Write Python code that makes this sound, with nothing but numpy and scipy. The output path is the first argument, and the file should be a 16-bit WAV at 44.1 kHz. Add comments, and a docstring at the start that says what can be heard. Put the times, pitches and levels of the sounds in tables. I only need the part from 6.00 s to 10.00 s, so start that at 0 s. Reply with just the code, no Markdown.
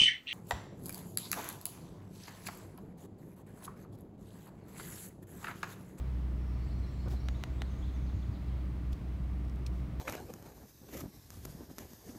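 """An engine idles close by throughout, humming at its firing rate over a faint outdoor hiss.
From 0.4 s small songbirds whistle far back in a wood, blurred by the trees. Around 1 s a hand
bumps, scuffs and squeaks on a camera. Between 1.3 and 1.6 s a young owl on a grassy verge snaps
its bill three times, each blow briefly ringing bill and mouth. More soft bumps follow, the song
dies away after 2.5 s, and light ticks and brushings of the hand come last."""
import sys
import numpy as np
from scipy import signal
from scipy.fft import rfft, irfft, next_fast_len
from scipy.io import wavfile
from scipy.ndimage import map_coordinates

SR = 44100
rng = np.random.default_rng(int(sys.argv[2]) if len(sys.argv) > 2 else 0)


def master_out(mix):
    """Clip the mix to full scale and print it as 16-bit PCM to the path in sys.argv[1]."""
    frames = np.transpose(np.atleast_2d(mix))
    ceiling = np.clip(frames, -1, 1)
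    pcm = np.round(ceiling * 32767).astype(np.int16)
    wavfile.write(sys.argv[1], SR, pcm)


N = 176400


def amp(db):
    """Decibels to gain."""
    return 10 ** (np.asarray(db) / 20)


def curve(rows):
    """(s, value) points joined by straight lines."""
    return np.interp(np.arange(N) / SR, *np.transpose(rows))


def wobble(rate_hz):
    """Smooth random curve, rate_hz knots a second."""
    knots = rng.standard_normal(int(N * rate_hz / SR) + 4)
    return map_coordinates(knots, [np.arange(N) * rate_hz / SR])


def filtered(x, response):
    """Apply a gain given as a function of Hz."""
    size = next_fast_len(N + SR // 2)
    return irfft(rfft(x, size) * response(np.fft.rfftfreq(size, 1 / SR)), size)[:N]


def noise(spectrum):
    """Noise of rms 1 with a (Hz, dB) colour."""
    points_hz, db = np.transpose(spectrum)
    gain = lambda hz: amp(np.interp(np.log(hz + 1), np.log(points_hz), db))
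    coloured = filtered(rng.standard_normal(N), gain)
    return coloured / np.sqrt(np.mean(coloured ** 2) + 1e-20)


def add(track, start_s, sound):
    """Mix a sound into a track."""
    part = track[round(start_s * SR):][:len(sound)]
    part += sound[:len(part)]


def echoes(x, t60_s):
    """Diffuse echoes of x: convolution with a decaying noise tail of unit energy."""
    t = np.arange(SR) / SR
    tail = rng.standard_normal(SR) * np.exp(-np.log(1000) * t / t60_s)
    return signal.fftconvolve(x, tail / np.linalg.norm(tail))[:len(x)]


def struck(gain):
    """Minimum-phase impulse response of a body with this gain spectrum."""
    cepstrum = irfft(np.log(np.maximum(gain, 1e-6)))
    half = len(cepstrum) // 2
    cepstrum[1:half] *= 2
    cepstrum[half + 1:] = 0
    return irfft(np.exp(rfft(cepstrum)))


def swell(start_s, rise_s):
    """Envelope that peaks at 1 after rise_s, then dies away."""
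    u = np.maximum(np.arange(N) / SR - start_s, 0) / rise_s
    return (u * np.exp(1 - u)) ** 2


# Bill snaps. Each row: start in seconds, gain in dB, tilt in dB per octave about 1 kHz.
BILL_SNAPS = [(1.2864, -7.5, -0.05), (1.4378, -6, 0.5), (1.6195, -6, -0.54)]
# Resonances of bill and mouth. Each row: centre in Hz, width in Hz, gain in dB.
BILL_MODES = [(613, 300, 1), (790, 260, -1), (1430, 580, -0.5), (1990, 350, 1.5), (2960, 480, -2),
              (3820, 560, -4), (5820, 780, -12.5), (6750, 400, -16), (8300, 600, -20), (11100, 1100, -24),
              (14200, 1800, -25)]

def owl():
    """Each snap is one blow into the heavily damped bill and mouth, scattered by the grass."""
    low_cut_hz, skirt_exponent, spread_db = 480, 1.33, 0.5
    grass_db, grass_t60_s = -10.5, 0.033
    out = np.zeros(N)
    hz = np.fft.rfftfreq(SR // 5, 1 / SR)
    low_cut = hz ** 2 / np.hypot(hz ** 2, low_cut_hz ** 2)
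    octaves = np.log2((hz + 1) / 1000)
    for start_s, db, tilt in BILL_SNAPS:
        power = 0
        for centre_hz, width_hz, mode_db in BILL_MODES:
            resonance = abs(hz * width_hz / (centre_hz ** 2 - hz ** 2 + 1j * hz * width_hz))
            power += (amp(mode_db + spread_db * rng.normal()) * resonance ** skirt_exponent) ** 2
        snap = struck(amp(db + tilt * octaves) * np.sqrt(power) * low_cut)
        add(out, start_s, snap + amp(grass_db) * echoes(snap, grass_t60_s))
    return out


# Idle speed. Each row: time in seconds, firing rate in Hz.
FIRING_RATE = [(0, 62.38), (.7, 61.82), (1.15, 62.44), (1.7, 63.47), (2.3, 63.21), (2.8, 62.5), (4, 62.25)]
# Engine hum. Each row: time in seconds, relative level in dB.
HUM_LEVEL = [(0, -38), (.18, -34.5), (.38, -37), (.82, -35), (.91, -42), (.97, -38), (1.17, -33),
             (1.22, -45), (1.26, -34), (1.34, -35.5), (1.46, -49), (1.5, -37.5), (2.26, -35.5),
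             (2.34, -42.5), (2.44, -41), (2.48, -35.5), (2.88, -38.5), (2.94, -32), (2.97, -46),
             (3.12, -37), (3.85, -36), (3.89, -50), (3.95, -39), (4, -34.5)]
# Engine overtones. Each row: multiple of the firing rate, level in dB.
OVERTONES = [(1.5, -55), (2, -49), (3, -53.5), (4.75, -60), (10.3, -72.5), (18.85, -78)]
# Engine rumble. Each row: frequency in Hz, relative level in dB.
RUMBLE_SPECTRUM = [(15, -16), (28, -26), (45, 0), (85, -1), (150, -3.5), (200, -10), (300, -13), (400, -20),
                   (500, -33.5), (900, -57.5)]

def engine():
    """Idle: a wavering hum at the firing rate, unsteady overtones and a low rumble."""
    hum_gain_db, rumble_db, waver_db, drift_rad = 0.5, -42.5, 1, 0.23
    phase = 2 * np.pi * np.cumsum(curve(FIRING_RATE)) / SR
    tones = amp(curve(HUM_LEVEL) + hum_gain_db) * np.sin(phase)
    for multiple, db in OVERTONES:
        drift = rng.uniform(0, 2 * np.pi) + drift_rad * wobble(8)
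        tones += amp(db + waver_db * wobble(10)) * np.sin(multiple * phase + drift)
    return np.sqrt(2) * tones + amp(rumble_db) * noise(RUMBLE_SPECTRUM)


# Hand bumps. Each row: start in seconds, envelope peak in dB, pitch in Hz.
HAND_BUMPS = [(.795, -34, 90), (1.065, -37, 106), (1.122, -32.5, 85), (2.141, -26.5, 88.5),
              (2.286, -27.5, 95.6), (2.919, -32, 78)]

def bumps():
    """The hand knocks the camera: soft, low thuds."""
    t = np.arange(N) / SR
    return sum(amp(db) * swell(start_s, rise_s=0.011) * np.sin(2 * np.pi * hz * (t - start_s))
               for start_s, db, hz in HAND_BUMPS)


# Dull scuffs, dry brushings, light ticks. Each row: start in seconds, level in dB, rise in seconds.
HAND_SCUFFS = [(.314, -50, .007), (1.058, -43.5, .005), (1.069, -45, .009), (1.108, -48.5, .016)]
HAND_BRUSHES = [(1.081, -56, 0.0034), (1.086, -59, 0.031), (1.112, -72, 0.012), (2.921, -61, .003),
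                (2.927, -57, .003), (3.558, -63, .002), (3.665, -62, 0.0074), (3.69, -71, .07)]
HAND_TICKS = [(2.9295, -55.5, 0.0028), (3.448, -65, .002), (3.479, -67, 0.0031), (3.496, -58.5, 0.0018),
              (3.6622, -46, 0.003)]
# Their spectra. Each row: frequency in Hz, relative level in dB.
SCUFF_SPECTRUM = [(100, 0), (180, 7), (330, 6), (480, -3), (650, -2), (900, -4), (1200, -9), (1500, -10),
                  (3000, -34), (8000, -51), (15000, -64)]
BRUSH_SPECTRUM = [(500, -20), (1500, -6), (3500, -1), (6500, -5.5), (10000, -13), (12500, -10),
                  (15500, -12)]
TICK_SPECTRUM = [(800, -38), (2050, -19), (2550, 1.5), (4100, -2), (5500, 0), (7200, -8.5), (9000, -10),
                 (10500, -17), (12000, -13), (15500, -26)]

def rubs():
    """The hand scuffs, brushes and ticks on the camera: short bursts of friction noise."""
    out = np.zeros(N)
    for bursts, spectrum in ((HAND_SCUFFS, SCUFF_SPECTRUM), (HAND_BRUSHES, BRUSH_SPECTRUM),
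                             (HAND_TICKS, TICK_SPECTRUM)):
        envelope = sum(amp(db) * swell(start_s, rise_s) for start_s, db, rise_s in bursts)
        out += envelope * noise(spectrum)
    return out


def squeak(start_s=1.121, length_s=0.032, start_hz=740, end_hz=1000, peak_db=-53.5, roughness=0.1):
    """A finger slips on the housing: a brief, rough, rising tone."""
    out = np.zeros(N)
    u = np.linspace(0, 1, int(length_s * SR))
    glide_hz = start_hz + (end_hz - start_hz) * u
    hz = glide_hz * (1 + roughness * wobble(506)[:len(u)])
    add(out, start_s, amp(peak_db) * np.sin(np.pi * u) * np.sin(2 * np.pi * np.cumsum(hz) / SR))
    return out


# Song notes. Each row: start and length in seconds, first, middle and last pitch in Hz,
# relative level in dB.
SONG_NOTES = [(0.356, 0.22, 5400, 5450, 5290, -74), (0.501, .22, 4300, 4500, 4750, -70.5),
              (0.631, 0.094, 7100, 7800, 8950, -74.5), (0.697, 0.036, 4120, 4250, 5320, -64),
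              (0.713, 0.025, 5600, 4720, 4100, -66), (0.722, .09, 5470, 5800, 5900, -75),
              (0.776, .05, 7800, 7850, 7800, -78), (0.824, 0.039, 4190, 4120, 4120, -62),
              (.865, .04, 5500, 5450, 5400, -67), (0.862, 0.17, 6900, 7460, 6800, -77),
              (.95, .12, 3800, 4400, 4660, -69), (1.0, .09, 4920, 5200, 5400, -73),
              (1.151, 0.029, 4370, 4150, 4040, -64.5), (1.19, 0.027, 5400, 5450, 5450, -66),
              (1.22, .06, 4350, 4500, 4570, -68), (1.29, 0.05, 6400, 6900, 7300, -70),
              (1.333, 0.039, 3320, 3700, 4270, -64), (1.351, 0.068, 6730, 6400, 6370, -72),
              (1.386, .04, 3480, 4000, 4620, -67), (1.461, 0.21, 6730, 7800, 8130, -78),
              (1.584, 0.046, 3210, 3700, 4300, -63.5), (1.635, 0.027, 3530, 3950, 4600, -67),
              (1.665, 0.068, 6870, 6350, 6230, -70), (1.671, .035, 3400, 3000, 2720, -67),
              (1.775, 0.052, 6550, 6900, 7050, -72), (1.819, .045, 3103, 3600, 4350, -62.5),
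              (1.83, .09, 7140, 7400, 7400, -86), (1.876, .035, 3500, 3900, 4730, -68),
              (1.925, .055, 6700, 6300, 5400, -69.5), (2.019, 0.051, 6500, 6200, 6200, -73.5),
              (2.058, 0.057, 5100, 4100, 3080, -65.5), (2.11, .12, 6360, 6600, 6500, -78),
              (2.135, 0.053, 6800, 7200, 7400, -77), (2.195, 0.047, 4900, 3950, 2900, -64.5),
              (2.237, .05, 7100, 6700, 5700, -78), (2.325, .05, 5200, 4000, 2900, -64.5),
              (2.465, .045, 4870, 3700, 2800, -68)]
# Song that arrives unscattered. Each row: time in seconds, gain in dB.
DIRECT_GAIN = [(.4, -6), (.8, -1.5), (1.0, -3), (1.4, -2.5), (2.1, -3), (2.5, -4)]

def songbirds():
    """Thin gliding whistles; the trees scatter them into a blurred, lingering haze."""
    gain_db, flutter_db, roundness = -2.5, 2.5, 0.46  # roundness: 0 abrupt, 1 gentle swell
    direct, scattered = np.zeros(N), np.zeros(N)
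    warble = 1 + 0.0162 * wobble(250)
    flutter = amp(flutter_db * wobble(120))
    smear = 1 + 0.0501 * wobble(700)
    for start_s, length_s, *pitches_hz, db in SONG_NOTES:
        u = np.linspace(0, 1, int(length_s * SR))
        span = round(start_s * SR) + np.arange(len(u))
        glide = np.polyfit([0, 0.5, 1], pitches_hz, 2)
        hz = np.polyval(glide, u) * warble[span]
        arch = abs(np.sin(np.pi * u)) ** roundness
        envelope = np.sqrt(2) * amp(db + gain_db) * arch * flutter[span]
        add(direct, start_s, envelope * np.sin(2 * np.pi * np.cumsum(hz) / SR))
        add(scattered, start_s, envelope * np.sin(2 * np.pi * np.cumsum(hz * smear[span]) / SR))
    return amp(curve(DIRECT_GAIN)) * direct + echoes(scattered, t60_s=1.34)


# Hiss loudness. Each row: time in seconds, level in dB.
HISS_LEVEL = [(0, -57), (1.2, -56.5), (2.2, -57), (3.2, -58), (4, -57.5)]
# Hiss colour. 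Each row: frequency in Hz, relative level in dB.
HISS_SPECTRUM = [(100, -0.5), (450, 1), (650, 1.5), (850, -2.5), (1150, -2.5), (1600, -8.5), (2100, -7.5),
                 (2700, -12.5), (4000, -17.5), (5000, -20.5), (7500, -28), (9300, -28), (10400, -36.5),
                 (11800, -29), (15500, -34)]

def air(waver_db=0.4):
    """Faint outdoor hiss that eases a little."""
    return amp(curve(HISS_LEVEL) + waver_db * wobble(4.97)) * noise(HISS_SPECTRUM)


def scene():
    """All sources summed to one channel."""
    return (owl() + engine() + air() + songbirds() + bumps() + squeak() + rubs())[None]


def record(dry):
    """Brick-wall low-pass."""
    cutoff_hz = 15800
    return filtered(dry[0], lambda hz: hz < cutoff_hz)[None]


dry = scene()
out = record(dry)
master_out(out)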